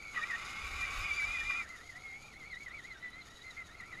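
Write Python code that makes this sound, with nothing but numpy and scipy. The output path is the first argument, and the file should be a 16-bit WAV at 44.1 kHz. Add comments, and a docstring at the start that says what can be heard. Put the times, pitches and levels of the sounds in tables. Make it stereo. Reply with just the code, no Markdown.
"""A small radio-controlled truck churns through mud close by, under the hush of open ground. From the
start its gears whine at the tooth rate, sagging as the tyres bite and rising as they slip. From 0.14 s
a second electric drive whines and rattles nearby, its teeth exciting resonances in a plastic housing.
Gears squeal briefly, mud spatters and air buffets the microphone. At 1.64 s the second drive cuts
out, and the truck drives off, still splashing, its fainter whine singing out in short bursts."""
import sys
import numpy as np
from scipy import signal
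from scipy.fft import rfft, irfft
from scipy.io import wavfile
from scipy.ndimage import uniform_filter1d, map_coordinates

SR = 44100
rng = np.random.default_rng(int(sys.argv[2]) if len(sys.argv) > 2 else 0)


def wav_record(signal):
    """Record a signal, one row per channel, as 16-bit PCM in the file named by sys.argv[1]."""
    frames = np.transpose(np.atleast_2d(signal))
    bounded = np.clip(frames, -1, 1)
    # unit amplitude maps onto the largest positive 16-bit level
    quanta = np.round(bounded * 32767).astype(np.int16)
    wavfile.write(sys.argv[1], SR, quanta)


N = 176400
T = np.arange(N) / SR

# Spectra of the open air and of the buffeting: frequency_hz, gain_db
AIR_SPECTRUM = [(30, 2), (120, 0.5), (200, -4), (400, -6.5), (1000, -13), (2000, -17.5), (4000, -18.5),
                (7000, -26), (11000, -32.5), (15000, -44)]
BUFFET_SPECTRUM = [(15, -4.5), (32, 9), (48, -0.5), (66, 8.5), (88, -3.5), (150, -20.5), (400, -38)]
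# Gusts on the microphone: time_s, level_db
BUFFET_LEVEL = [(0.0, -66), (0.61, -58.5), (0.65, -47.5), (0.91, -55), (0.99, -41.5), (1.08, -56),
                (1.15, -50), (1.18, -60), (1.3, -49.5), (1.34, -66), (1.39, -52), (1.64, -65.5),
                (3.89, -70.5), (4.0, -86)]
# Spectrum of the mud drops: frequency_hz, gain_db
MUD_SPECTRUM = [(800, -23), (2000, -25), (4000, 0), (5500, 2), (6800, 5.5), (8500, -13.5), (10500, 2),
                (13000, -24), (15000, -38)]
# Larger splashes: time_s, level_db, rise_s
MUD_SPLASHES = [(0.448, -54.5, 0.011), (0.805, -53.5, 0.011), (1.198, -55, 0.018), (1.631, -57, 0.005),
                (1.756, -59.5, .018), (1.897, -62, 0.009), (1.961, -60.5, 0.0066), (2.551, -64, 0.0057),
                (2.684, -64, 0.0047), (3.508, -61.5, 0.0054), (3.806, -63.5, 0.0061)]
# Brief gear squeals: centre_s, length_s, start_hz, end_hz, relative_level_db
GEAR_SQUEALS = [(0.189, 0.054, 1280, 1210, -48.5), (0.24, 0.021, 2430, 2270, -41.5),
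                (1.226, 0.032, 1487, 1640, -48), (1.508, 0.022, 1120, 1210, -52.5),
                (1.591, 0.12, 1390, 1344, -54), (2.969, 0.067, 1650, 1470, -61.5)]

# Near drive's whine: time_s, tooth_rate_hz, level_db
NEAR_MESH = [(0.13, 2396, -56), (0.396, 2380, -65), (0.558, 2424, -80), (0.628, 2408, -46),
             (0.692, 2311, -47.5), (0.752, 2379, -52), (0.83, 2384, -38.5), (0.88, 2310, -45),
             (0.984, 2232, -48), (1.042, 2445, -40), (1.08, 2445, -42), (1.122, 2295, -32.5),
             (1.15, 2342, -48), (1.175, 2379, -39.5), (1.192, 2329, -34.5), (1.25, 2288, -34),
             (1.26, 2380, -44), (1.27, 2397, -38.5), (1.314, 2404, -39.5), (1.336, 2486, -39.5),
             (1.37, 2413, -38), (1.395, 2416, -35), (1.44, 2372, -43.5), (1.514, 2426, -33),
             (1.536, 2350, -37.5), (1.58, 2483, -37), (1.63, 2274, -44.5)]
# Its second harmonic: time_s, level_db
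NEAR_OCTAVE_LEVEL = [(.13, -71), (.95, -64), (1.04, -56), (1.23, -58), (1.3, -63), (1.51, -63), (1.63, -66)]
# Its other gears: tooth_rate_multiple, level_db
NEAR_GEAR_TONES = [(0.355, -67.5), (.48, -59.5), (0.529, -63), (.56, -61), (1.215, -61.5)]
# Its rattle: time_s, relative_mid_db, relative_treble_db
NEAR_RATTLE_LEVEL = [(0.14, -47.5, -56), (0.2, -53, -56.5), (0.23, -54, -50.5), (0.254, -51, -58),
                     (0.312, -51.5, -53), (0.65, -50.5, -53), (1.008, -45.5, -49.5), (1.012, -46.5, -48.5),
                     (1.492, -55, -52.5), (1.508, -42, -53), (1.532, -58, -52.5), (1.62, -56, -57)]
# Its housing's resonances, middle range and treble: frequency_hz, gain_db
NEAR_MID_MODES = [(300, -19), (620, -13.5), (790, -18.5), (1010, -11), (1120, 7.5), (1300, 2), (1560, 2.5),
                  (1740, -11), (1900, 3), (2150, -7), (2420, 7), (2720, -3), (2950, -1), (3180, -13.5),
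                  (4000, -35)]
NEAR_TREBLE_MODES = [(2600, -21), (3200, -8), (3500, 8), (3800, 6), (4300, -8.5), (4900, -1), (5200, 2),
                     (5600, -10.5), (6200, -1.5), (7000, -4), (8000, -11.5), (8700, -15.5), (10300, -10.5),
                     (12500, -26), (15000, -44)]

# Truck's gear speed: time_s, tooth_rate_hz
TRUCK_MESH = [(0.0, 2310), (0.09, 2207), (0.125, 2240), (0.16, 1997), (0.205, 1834), (0.235, 1885),
              (0.29, 2146), (0.322, 1836), (0.35, 1852), (0.372, 1992), (0.438, 2160), (0.46, 2014),
              (0.492, 2170), (0.552, 2135), (0.65, 2250), (0.784, 2133), (0.834, 1900), (0.874, 2222),
              (0.98, 1884), (1.07, 2299), (1.115, 1978), (1.17, 2213), (1.225, 1949), (1.328, 2160),
              (1.38, 1927), (1.425, 1826), (1.45, 2016), (1.49, 2119), (1.53, 1877), (1.572, 2122),
              (1.615, 2042), (1.655, 1792), (1.7, 2060), (1.736, 2063), (1.799, 1792), (1.84, 2057),
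              (1.884, 2168), (1.93, 1804), (2.02, 2194), (2.128, 2104), (2.266, 2450), (2.344, 2040),
              (2.39, 2293), (2.43, 2020), (2.485, 2300), (2.525, 2067), (2.551, 1860), (2.595, 2174),
              (2.625, 2268), (2.67, 2022), (2.697, 1815), (2.745, 2313), (2.773, 2258), (2.82, 1711),
              (2.878, 2250), (2.965, 1812), (3.036, 2000), (3.12, 1936), (3.196, 2116), (3.23, 2013),
              (3.27, 1809), (3.352, 1962), (3.41, 1896), (3.452, 2088), (3.495, 2051), (3.535, 1806),
              (3.58, 2127), (3.62, 2033), (3.698, 1800), (3.762, 2166), (3.79, 2180), (3.82, 1862),
              (3.895, 2337), (3.938, 1960), (3.958, 1906), (4.0, 2136)]
# Its whine between bursts, its upper partials together, and its slow gear: time_s, level_db
TRUCK_WHINE_LEVEL = [(0, -49.5), (.3, -51), (.65, -48), (1.0, -54.5), (1.6, -49), (1.8, -56.5),
                     (2.3, -55.5), (2.95, -60), (3.68, -63), (3.77, -57.5), (4, -55)]
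TRUCK_PARTIALS_LEVEL = [(0, -67.5), (1.6, -74.5), (2.2, -72.5), (2.8, -71), (4, -77)]
TRUCK_SLOW_GEAR_LEVEL = [(0, -73), (1.0, -64), (1.5, -69), (2.25, -68.5), (2.6, -76), (4, -72)]
# The gear whine and its octave sing out in short bursts: start_s, length_s, level_db
WHINE_BURSTS = [(.16, 0.034, -33.5), (.214, 0.037, -38), (.301, 0.025, -36.5), (.328, .033, -38.5),
                (.822, 0.041, -43.5), (1.02, 0.086, -43.5), (1.195, 0.021, -42), (1.34, 0.024, -39),
                (1.405, 0.028, -48), (1.445, 0.035, -46), (1.497, 0.029, -45), (1.59, 0.035, -45.5),
                (1.69, 0.081, -57), (1.89, .017, -50), (1.952, 0.029, -51), (2.035, 0.091, -49),
                (2.122, .055, -47), (2.41, 0.048, -50), (2.5, .03, -53.5), (2.526, 0.023, -42),
                (2.557, 0.026, -47), (2.6, 0.048, -54.5), (2.66, .03, -43), (2.708, 0.019, -49),
                (2.735, 0.054, -46.5), (2.785, 0.023, -48), (2.842, 0.025, -49), (2.872, 0.021, -49),
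                (2.9, 0.04, -48.5), (3.025, 0.074, -45), (3.13, 0.094, -53), (3.437, .08, -51),
                (3.566, 0.066, -45), (3.801, 0.017, -47), (3.828, 0.019, -54), (3.925, 0.022, -44.5),
                (3.964, 0.042, -54)]
OCTAVE_BURSTS = [(.213, 0.021, -50.5), (.342, 0.013, -53), (1.755, 0.039, -62), (2.5, 0.027, -64),
                 (2.54, 0.029, -57), (2.775, 0.031, -67), (2.9, 0.032, -61), (3.118, 0.052, -60.5),
                 (3.21, 0.027, -63), (3.355, 0.034, -62), (3.413, 0.015, -54.5), (3.455, .03, -60.5),
                 (3.504, .018, -54.5), (3.69, 0.049, -65), (3.78, 0.034, -67), (3.925, 0.025, -62)]
# Upper gear partials: tooth_rate_multiple, gain_db
TRUCK_PARTIALS = [(1.558, 0), (1.799, -1.5), (2, 2.5), (2.138, -11), (3.002, -13)]
# How strongly the body radiates them: frequency_hz, gain_db
BODY_RADIATION = [(3400, -2), (3750, 4), (4550, -4.5), (5400, -18), (5650, 19), (5900, -36)]
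# Truck's rattle, middle range and treble: time_s, relative_level_db
TRUCK_MID_RATTLE = [(1.68, -55), (2.2, -64), (2.53, -58.5), (2.62, -67.5), (2.68, -55.5), (2.7, -60.5),
                    (3.43, -61.5), (4.0, -55)]
TRUCK_TREBLE_RATTLE = [(1.7, -59.5), (2.3, -62), (2.8, -67), (3.5, -63), (4, -66.5)]
# Its housing's resonances, middle range and treble: frequency_hz, gain_db
TRUCK_MID_MODES = [(500, -23), (750, -14.5), (1000, -8), (1200, 1), (1360, 10), (1720, -15.5), (2100, 2.5),
                   (2700, -6), (3300, -11), (5000, -39.5)]
TRUCK_TREBLE_MODES = [(2300, -21), (3000, 0.5), (3800, -6), (4400, -1.5), (5000, -2.5), (5350, -12.5),
                      (5700, -7), (6200, -7.5), (6650, 4.5), (7100, -8), (8600, -19.5), (10400, -12),
                      (12000, -19), (15000, -34)]

# Spectra of the near drive's thrum and of the air's stereo width: frequency_hz, gain_db
THRUM_SPECTRUM = [(60, 0), (150, 0.5), (500, -4.5), (1000, -2.5), (3000, -61)]
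WIDTH_SPECTRUM = [(30, -16), (200, 2.5), (600, 3.5), (2000, -16), (4500, -6.5), (10000, -8.5),
                  (15000, -49)]


def undb(db):
    """Amplitude ratio: a factor of ten for every 20 dB."""
    return 10 ** (np.asarray(db) / 20)


def curve(rows, column=1):
    """Linear interpolation of one table column in time."""
    rows = np.array(rows, float)
    return np.interp(T, rows[:, 0], rows[:, column])


def unit(x):
    """Normalisation to rms 1."""
    return x / np.sqrt(np.mean(x ** 2) + 1e-20)


def colour(x, spectrum):
    """Minimum-phase filtering: resonances ring only after their excitation; rms 1."""
    hz, db = np.array(spectrum, float).T
    f = np.maximum(np.arange(N // 2 + 1) * SR / N, 1)
    gain = undb(np.interp(np.log(f), np.log(hz), db))
    cepstrum = irfft(np.log(gain), N)
    cepstrum[1:N // 2] *= 2  # folding the cepstrum makes the response causal
    cepstrum[N // 2 + 1:] = 0
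    return unit(irfft(rfft(x) * np.exp(rfft(cepstrum)), N))


def walk(cutoff_hz):
    """Smooth random fluctuation: low-passed noise of rms 1."""
    f = np.arange(N // 2 + 1) * SR / N
    return unit(irfft(rfft(rng.standard_normal(N)) / (1 + (f / cutoff_hz) ** 2), N))


def flutter(depth_db):
    """Random amplitude modulation with capped peaks; rms 1."""
    return unit(undb(depth_db * np.minimum(walk(24), 1)))


def noise(spectrum):
    """Spectral shaping of white noise; rms 1."""
    return colour(rng.standard_normal(N), spectrum)


def air():
    """Broadband noise, nearly steady: the hush of open ground."""
    return undb(-59.5 + 0.71 * walk(3.4)) * noise(AIR_SPECTRUM)


def buffeting():
    """Pressure fluctuations of air on the microphone make a low rumble."""
    return undb(curve(BUFFET_LEVEL)) * noise(BUFFET_SPECTRUM)


def drops(per_s, decay_s=0.003):
    """Shot noise: mud drops land at random, each a tick with an exponential tail."""
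    ticks = (rng.random(N) < per_s / SR) * rng.standard_normal(N)
    tail = rng.standard_normal(N) * np.exp(-T / decay_s)
    return colour(irfft(rfft(ticks) * rfft(tail), N), MUD_SPECTRUM)


def mud():
    """Sparse impacts of mud from the tyres crackle; dense ones merge into splashes."""
    splash_gain = 0
    for time_s, db, rise_s in MUD_SPLASHES:
        age = np.maximum(T - time_s + 0.0036, 0) / rise_s
        splash_gain += undb(db) * age * np.exp(1 - age)
    spatter = undb(-79) * drops(per_s=160) * flutter(depth_db=2)
    return spatter + splash_gain * drops(per_s=11000)


def squeals():
    """Loaded gears squeal in linear frequency glides under half-sine envelopes."""
    glides = np.zeros(N)
    for centre_s, length_s, start_hz, end_hz, db in GEAR_SQUEALS:
        along = np.clip((T - centre_s) / length_s + .5, 0, 1)
        phase = np.cumsum(start_hz + (end_hz - start_hz) * along) / SR
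        glides += undb(db) * np.sin(np.pi * along) * np.sin(2 * np.pi * phase)
    return np.sqrt(2) * glides * (1 + walk(87))


def mesh(tooth_hz, wobble):
    """Phase, in teeth, is the integral of the tooth rate, which backlash modulates."""
    return np.cumsum(tooth_hz * (1 + wobble * walk(90))) / SR


def tone(phase, rough):
    """Amplitude modulation: a gear partial varies in strength from turn to turn."""
    return unit(np.sin(2 * np.pi * phase) * (1 + rough * walk(74)))


def rasp(phase, smear_cycles):
    """Phase modulation: play between the teeth broadens a partial."""
    return tone(phase + smear_cycles * walk(93), rough=0.36)


def rattle(phase, scatter_db, scrape, throb=0.11, teeth=14):
    """Impact excitation: an uneven knock per tooth plus scraping, throbbing once per motor turn."""
    contacts = np.diff(np.floor(phase), prepend=0)
    knocks = contacts * rng.standard_normal(N) * undb(scatter_db * rng.standard_normal(N))
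    force = unit(knocks) + scrape * rng.standard_normal(N)
    return force * (1 + throb * np.cos(2 * np.pi * phase / teeth))


def flex(x, share):
    """Frequency modulation: resonances wander by a share of their frequency as the housing flexes."""
    return map_coordinates(x, [np.cumsum(1 + share * walk(11))], mode="mirror")


def near_drive(on_s=0.137, off_s=1.636, ramp_s=0.024):
    """Forced vibration: while the second drive runs, its teeth whine and shake its housing."""
    switch_on = np.clip((T - on_s) / ramp_s + .5, 0, 1)
    switch_off = np.clip((off_s - T) / ramp_s + .5, 0, 1)
    phase = mesh(curve(NEAR_MESH), wobble=0.0046)
    whine = undb(curve(NEAR_MESH, column=2)) * tone(phase, rough=0.32)
    harmonics = tone(2 * phase, rough=0.63) + undb(-7) * tone(3 * phase, rough=0.61)
    harmonics *= undb(curve(NEAR_OCTAVE_LEVEL))
    other_gears = sum(undb(db) * tone(multiple * phase, rough=0.37) * flutter(depth_db=4.5)
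                      for multiple, db in NEAR_GEAR_TONES)
    knocks = rattle(phase, scatter_db=-2.5, scrape=0.93)
    mid = colour(knocks, NEAR_MID_MODES) * undb(curve(NEAR_RATTLE_LEVEL) + 2 + 0.33 * walk(25))
    grinding = flex(colour(knocks, NEAR_TREBLE_MODES), share=.02) * flutter(depth_db=1.4)
    treble = grinding * undb(curve(NEAR_RATTLE_LEVEL, column=2) - 2.2)
    thrum = undb(-61) * noise(THRUM_SPECTRUM)
    return switch_on * switch_off * (whine + harmonics + other_gears + mid + treble + thrum)


def truck_housing(phase):
    """Resonance: the plastic housing filters the tooth impacts into a rattle."""
    knocks = rattle(phase, scatter_db=0.5, scrape=0.63)
    mid_gain = undb(curve(TRUCK_MID_RATTLE) - 2 + 2.14 * walk(10))
    treble_gain = undb(curve(TRUCK_TREBLE_RATTLE) - 3 + 3.1 * walk(12))
    return mid_gain * colour(knocks, TRUCK_MID_MODES) + treble_gain * colour(knocks, TRUCK_TREBLE_MODES)


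def truck_slow_gear(tooth_hz, ratio=.356):
    """Gear reduction: a lower tone follows the smoothed tooth rate."""
    phase = mesh(uniform_filter1d(tooth_hz, SR // 6), wobble=.03)
    return undb(curve(TRUCK_SLOW_GEAR_LEVEL)) * tone(ratio * phase, rough=.6)


def truck_partials(tooth_hz, phase):
    """Radiation depends on frequency: upper partials swell as they cross the body's peaks."""
    body_hz, body_db = np.array(BODY_RADIATION, float).T
    partials = 0
    for multiple, db in TRUCK_PARTIALS:
        partial = rasp(multiple * phase, smear_cycles=.1) * flutter(depth_db=5)
        partials += undb(db + np.interp(multiple * tooth_hz, body_hz, body_db)) * partial
    return partials * undb(curve(TRUCK_PARTIALS_LEVEL))


def bursts(rows, skew=.85, roundness=0.47):
    """Amplitude envelope of short bursts; exponents under 1 give an early peak and a flat top."""
    gain = np.zeros(N)
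    for start_s, length_s, db in rows:
        along = np.clip((T - start_s) / length_s, 0, 1)
        gain += undb(db) * np.abs(np.sin(np.pi * along ** skew)) ** roundness
    return gain


def truck_whine(tooth_hz, phase, axle_slip=.02):
    """Beating: two axles whine slightly apart. The whine and its octave also sing out in short bursts."""
    rear_phase = mesh(tooth_hz * (1 + axle_slip * walk(12)), wobble=.012)
    axles = unit(tone(phase, rough=.4) + rasp(rear_phase, smear_cycles=.17)) * flutter(depth_db=2)
    ringing = bursts(WHINE_BURSTS) * tone(phase + .05 * walk(200), rough=.19)
    octave = bursts(OCTAVE_BURSTS) * rasp(2 * phase, smear_cycles=0.12) * flutter(depth_db=2.5)
    return undb(curve(TRUCK_WHINE_LEVEL)) * axles + ringing + octave


def truck():
    """Gear meshing: one tooth rate governs the truck's tones and its rattle."""
    tooth_hz = curve(TRUCK_MESH)
    phase = mesh(tooth_hz, wobble=.005)
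    tones = truck_whine(tooth_hz, phase) + truck_partials(tooth_hz, phase) + truck_slow_gear(tooth_hz)
    return tones + truck_housing(phase)


def scene():
    """Superposition: all sources add in the centre; faint antiphase noise gives the air width."""
    centre = buffeting() + truck() + squeals() + near_drive() + mud() + air()
    side = undb(-83.5) * noise(WIDTH_SPECTRUM)
    return np.array([centre + side, centre - side])


def record(dry, cutoff_hz=14900):
    """Band limiting: a steep low-pass filter cuts the top of the treble."""
    return signal.sosfilt(signal.ellip(12, .2, 80, cutoff_hz, fs=SR, output="sos"), dry)


dry = scene()
out = record(dry)
wav_record(out)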